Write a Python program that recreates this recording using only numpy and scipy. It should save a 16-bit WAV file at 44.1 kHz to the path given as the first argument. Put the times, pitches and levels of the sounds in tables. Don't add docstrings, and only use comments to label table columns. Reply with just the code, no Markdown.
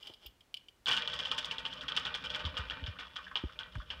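import sys
import numpy as np
from scipy import signal
from scipy.io import wavfile
from scipy.ndimage import uniform_filter1d

SR = 44100
rng = np.random.default_rng(int(sys.argv[2]) if len(sys.argv) > 2 else 0)


def inscribe(sig):
    pcm = np.round(np.clip(np.atleast_2d(sig).T, -1, 1) * 32767)
    wavfile.write(sys.argv[1], SR, pcm.astype(np.int16))


N = 176400
T = np.arange(N) / SR

# (time [s], relative levels of knock [dB], scrape [dB], housing [dB])
ROTOR_RUBS = [(0.866, -20.5, -24, -37), (0.883, -18, -24.5, -32), (0.913, -16.5, -17.5, -43),
              (0.966, -19, -23.5, -49), (1.076, -16.5, -33.5, -44), (1.133, -23.5, -35, -45),
              (1.19, -25, -24, -42), (1.252, -21.5, -32, -54), (1.315, -13.5, -28, -37.5),
              (1.378, -34, -23, -45.5), (1.446, -20.5, -28.5, -43), (1.512, -18.5, -28.5, -45.5),
              (1.583, -21, -36, -48), (1.653, -19, -32, -44.5), (1.729, -25.5, -36.5, -50),
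              (1.81, -26.5, -33, -47), (1.882, -23.5, -26.5, -40.5), (1.965, -18.5, -19, -38.5),
              (2.052, -20.5, -25.5, -38.5), (2.142, -21, -23.5, -40.5), (2.239, -33, -27, -48),
              (2.297, -31, -27, -56), (2.34, -27, -24, -39.5), (2.394, -43, -34, -46),
              (2.452, -21, -28.5, -42), (2.569, -20.5, -24, -36.5), (2.699, -22, -27.5, -40.5),
              (2.863, -28, -31.5, -43), (2.988, -31.5, -30, -38), (3.158, -33, -29.5, -42.5),
              (3.356, -14.5, -23, -39), (3.59, -22, -29, -41.5), (3.903, -23.5, -29.5, -41.5)]
# (time [s], relative level [dB])
ROTOR_CLACKS = [(.859, -19.5), (.875, -22), (.924, -15), (.975, -16.5), (1.022, -19), (1.256, -21),
                (1.382, -18.5), (1.664, -20.5), (1.921, -19.5), (1.976, -15.5), (2.068, -21.5),
                (2.27, -25), (2.353, -23.5), (2.84, -27), (3.372, -19), (3.633, -30)]
# (time [s], level [dB])
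ROTOR_GRAZES = [(1.824, -46), (2.954, -50), (3.177, -43.5), (3.262, -47), (3.306, -44.5), (3.489, -50),
                (3.799, -49.5)]
# (time [s], contact level [dB], housing level [dB])
GRIND_LEVELS = [(.87, -41.5, -47.5), (1.2, -47.5, -50.5), (1.8, -54, -54.5), (2.4, -52, -50.5),
                (2.8, -59, -54), (3.1, -60.5, -67.5), (4, -63, -65.5)]
# (frequency [Hz], relative level [dB])
CONTACT_SPECTRUM = [(100, -46.5), (1500, -3.5), (2600, -8.5), (2900, 4), (3500, 1), (4000, -11),
                    (5300, -8.5), (5900, -19), (16000, -64.5)]
SNAP_SPECTRUM = [(500, -35), (3000, -17.5), (4600, 8.5), (7000, -1.5), (9500, -8.5), (11000, -22.5),
                 (16000, -18)]
HOUSING_SPECTRUM = [(60, -35.5), (200, -7), (720, -9.5), (900, 4), (1550, 3.5), (2100, -4), (2400, 4),
                    (3500, 0.5), (5000, -14.5), (16000, -89.5)]
# (frequency [Hz], relative level [dB])
HOUSING_MODES = [(902, -4.5), (1025, -8), (1260, -12), (1525, -10), (1585, -19), (1908, -7.5), (2390, -9)]
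MOUNT_MODES = [(188, -8.5), (263, -5), (536, -9.5), (604, -4)]
# (time [s], relative level [dB])
PENDANT_CLICKS = [(0.028, -34), (0.0715, -32.5), (0.138, -38), (0.2605, -35.5), (0.2683, -32.5),
                  (0.4075, -43), (0.5422, -23), (0.5692, -30.5), (0.6849, -36)]
# (frequency [Hz], relative level [dB])
PENDANT_SPECTRUM = [(100, -55), (2000, -25), (2400, -5.5), (2650, -13), (2950, 6.5), (3800, -13),
                    (4300, -15.5), (5100, -12), (6100, -26.5), (16000, -36)]
# (time [s], level [dB])
CHAIN_SLIDE = [(0, -64.5), (.08, -52), (.18, -74), (.245, -58.5), (.4, -100)]
# (time [s], thud level [dB],
# final pitch [Hz], rise [s], tap level [dB], tap band [Hz])
THUDS = [(.098, -60, 79, 0.0089, -49, 436), (0.251, -51.5, 55.5, 0.021, -55, 444),
         (2.444, -32, 74.6, 0.022, -50.5, 221), (2.589, -33.5, 71.5, 0.014, -58, 200),
         (2.824, -32, 59, 0.014, -63, 180), (2.877, -33.5, 83.6, 0.014, -74, 200),
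         (3.437, -31, 60.3, .013, -39, 258), (3.753, -34.5, 85.6, 0.015, -41, 1510),
         (3.773, -30.5, 50, 0.014, -50, 200)]
# (frequency [Hz], reverberation time [s])
REVERB_TIMES = [(100, 0.11), (600, 0.55), (3000, 0.34), (8000, 0.22)]
# (frequency [Hz], relative level [dB])
AIR_SPECTRUM = [(15, -40.5), (28, 5.5), (71, -1.5), (2010, -16), (3000, -17.5), (15500, -30.5)]
RUMBLE_SPECTRUM = [(25, -16.5), (60, 11), (120, -10.5), (2000, -59)]
# (time [s], level [dB])
RUMBLE_LEVELS = [(.85, -89), (1.1, -64.5), (2.2, -62.5), (2.7, -52), (3.2, -69.5), (4, -53.5)]

START_S, START_RISE_S = .858, .013
SLIPS_PER_S, CHATTER_PER_S, GRIND_PER_S = 900, 480, 700
KNOCK_DB, SCRAPE_DB, HOUSING_DB = -4.5, -11.5, -3.5


def fan():
    strikes = [(s, db + KNOCK_DB) for s, db, *_ in ROTOR_RUBS + ROTOR_CLACKS]
    impacts = amp(1) * impulses(strikes)
    scraping = bursts([(s, db + SCRAPE_DB) for s, _, db, _ in ROTOR_RUBS], rise_s=.0023, fall_s=.015)
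    pressing = bursts([(s, db + HOUSING_DB) for s, _, _, db in ROTOR_RUBS], rise_s=.0031, fall_s=.038)
    running = np.clip((T - START_S) / START_RISE_S, 0, 1)
    grind = running * slips(GRIND_PER_S)
    contact = knocks(strikes) + scrape(scraping, running) + snaps(impacts, scraping)
    return contact + housing(impacts, pressing, grind) + mount(grind)


def knocks(strikes, pitch_hz=3202, rise_s=.00057):
    out, t = np.zeros(N), T[:SR // 10]
    envelope = t / rise_s * np.exp(1 - t / rise_s)
    for s, db in strikes:
        hz = pitch_hz * (1 + .072 * rng.uniform(-1.08, 1))
        add(out, s, amp(db) * envelope * np.sin(2 * np.pi * hz * t))
    return out


def scrape(scraping, running):
    chatter = running * level(GRIND_LEVELS, column=1) * waver(depth_db=3) * slips(CHATTER_PER_S)
    force = scraping * slips(SLIPS_PER_S) + chatter
    return through(moving_resonance(force, hz=3200, width_hz=162, swing=.072), colour(CONTACT_SPECTRUM))


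def snaps(impacts, scraping, db_per_s=-5):
    force = amp(-8) * impacts + amp(-12.5) * scraping * slips(per_s=140)
    return through(force * amp(db_per_s * (T - START_S)), colour(SNAP_SPECTRUM))


def housing(impacts, pressing, grind):
    steady_rub = level(GRIND_LEVELS, column=2) * waver(depth_db=3) * grind
    force = impacts + pressing * slips(SLIPS_PER_S) + steady_rub
    grazes = bursts(ROTOR_GRAZES, rise_s=.005, fall_s=.014) * slips(SLIPS_PER_S)
    shell = through(force, colour(HOUSING_SPECTRUM)) + band(grazes, hz=1410, span=1.274)
    shell = moving_resonance(shell, hz=1437, width_hz=192, swing=.23)
    return shell + amp(-9.5) * ring(force, HOUSING_MODES)


def mount(grind):
    force = level(GRIND_LEVELS, column=2) ** .71 * grind
    return amp(-20.5) * ring(force, MOUNT_MODES)


def moving_resonance(x, hz, width_hz, swing, gain_db=6.5):
    frequency = hz * np.exp(swing * drift(span_s=.016))
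    carrier = np.exp(2j * np.pi * np.cumsum(frequency) / SR)
    pole, gain = np.exp(-np.pi * width_hz / SR), amp(gain_db)
    resonance = 2 * (carrier * signal.lfilter([1 - pole], [1, -pole], x / carrier)).real
    return (x + gain * resonance) / np.sqrt(1 + gain)


def ring(x, modes, t60_s=.12):
    out, t = np.zeros(N), T[:SR // 2]
    decay = amp(-60 * t / t60_s)
    for hz, db in modes:
        out += amp(db) * through(x * waver(depth_db=3.5), unit(decay * np.sin(2 * np.pi * hz * t)))
    return out


def pull_chain(buzz_s=.0032, ping_s=.265, ping_hz=13600, ping_width_hz=420):
    buzz, ping = np.zeros((2, N))
    pendant, t = colour(PENDANT_SPECTRUM), T[:SR // 10]
    hits = amp(-10.5) * impulses(PENDANT_CLICKS) / abs(pendant).max()
    for s, db in PENDANT_CLICKS:
        add(buzz, s, amp(db - 10) * np.exp(-t / buzz_s))
    add(ping, ping_s, amp(-38) * np.sin(2 * np.pi * ping_hz * t) * np.exp(-np.pi * ping_width_hz * t))
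    slide, rattle = level(CHAIN_SLIDE), slips(per_s=1800)
    rustle = amp(-8) * band(slide * rattle, hz=800, span=2.6)
    return through(hits + (buzz + slide) * rattle, pendant) + rustle + ping


def thuds_and_taps(glide_s=.0043, tap_fall_s=.006):
    out, t = np.zeros(N), T[:SR // 10]
    for s, db, hz, rise_s, tap_db, tap_hz in THUDS:
        cycles = np.cumsum(hz * (1 + 2.24 * np.exp(-t / glide_s))) / SR
        roughness = waver(depth_db=2, span_s=.0045)[:len(t)]
        envelope = t / rise_s * np.exp((1 - (t / rise_s) ** 2) / 2)
        add(out, s, -amp(db) * roughness * envelope * np.sin(2 * np.pi * cycles))
        tap = amp(tap_db) * np.exp(-t / tap_fall_s) * rng.standard_normal(len(t))
        add(out, s, band(tap, tap_hz, span=1.55))
    return out


def room(x, tail_db, early_db=-6, early_fall_s=.0034):
    t = T[:SR // 2]
    noise, sparse = rng.standard_normal((2, len(t))), rng.random(len(t)) < .04
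    early = unit(noise[0] * sparse * (t > .0015) * np.exp(-t / early_fall_s))
    hz, s, spectrum = signal.stft(noise[1] * (t > .005), SR, nperseg=256)
    decay = amp(-60 * s / read(REVERB_TIMES, hz)[:, None])
    tail = unit(signal.istft(spectrum * decay, SR, nperseg=256)[1])
    return x + amp(early_db) * through(x, early) + amp(tail_db) * through(x, tail)


def background():
    air = through(rng.standard_normal(N), colour(AIR_SPECTRUM))
    rumble = through(rng.standard_normal(N), colour(RUMBLE_SPECTRUM))
    return amp(-70) * air + level(RUMBLE_LEVELS) * rumble


def slips(per_s, spread_db=5.5):
    pace = rng.exponential(1, N // 32 + 1).repeat(32)[:N]
    slipping = np.diff(np.floor(np.cumsum(pace) * per_s / SR), prepend=0) > 0
    size = amp(spread_db * np.clip(rng.standard_normal(N), -2, 2)) * rng.choice([-1, 1], N)
    return unit(slipping * size) * np.sqrt(N)


def impulses(events):
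    out = np.zeros(N)
    for s, db in events:
        add(out, s, amp([db]))
    return out


def bursts(events, rise_s, fall_s, release_at_s=.0078):
    t = T[:SR // 4]
    envelope = np.minimum(t / rise_s, 1) * np.exp(-np.maximum(t - release_at_s, 0) / fall_s)
    return through(impulses(events), envelope)


def waver(depth_db, span_s=.028):
    return amp(depth_db * drift(span_s))


def drift(span_s):
    width = int(span_s * SR)
    return unit(uniform_filter1d(uniform_filter1d(rng.standard_normal(N), width), width)) * np.sqrt(N)


def band(x, hz, span):
    sos = signal.butter(2, [hz / span, hz * span], "band", fs=SR, output="sos")
    return through(x, unit(signal.sosfilt(sos, signal.unit_impulse(SR // 10))))


def colour(points, size=4096):
    log_gain = np.log(amp(read(points, abs(np.fft.fftfreq(size, 1 / SR)))))
    spectrum = np.exp(np.conj(signal.hilbert(log_gain)))
    return unit(np.fft.ifft(spectrum).real[:size // 2])


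def through(x, response):
    return signal.oaconvolve(x, response)[:N]


def add(mix, s, sound):
    part = mix[round(s * SR):][:len(sound)]
    part += sound[:len(part)]


def level(rows, column=1):
    rows = np.array(rows)
    return amp(np.interp(T, rows[:, 0], rows[:, column]))


def read(points, hz):
    f, value = np.transpose(points)
    return np.interp(np.log(hz + 1), np.log(f + 1), value)


def unit(x):
    return x / np.sqrt(np.sum(x ** 2) + 1e-20)


def amp(db):
    return 10 ** (np.asarray(db) / 20)


def scene():
    sources = room(fan(), tail_db=-12.5) + room(pull_chain(), tail_db=-15)
    return (sources + thuds_and_taps() + background())[None]


def record(dry, low_hz=32, high_hz=15800):
    dry = signal.sosfilt(signal.butter(2, low_hz, "high", fs=SR, output="sos"), dry)
    return signal.oaconvolve(dry, signal.firwin(511, high_hz, window=("kaiser", 9), fs=SR)[None], "same")


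dry = scene()
out = record(dry)
inscribe(out)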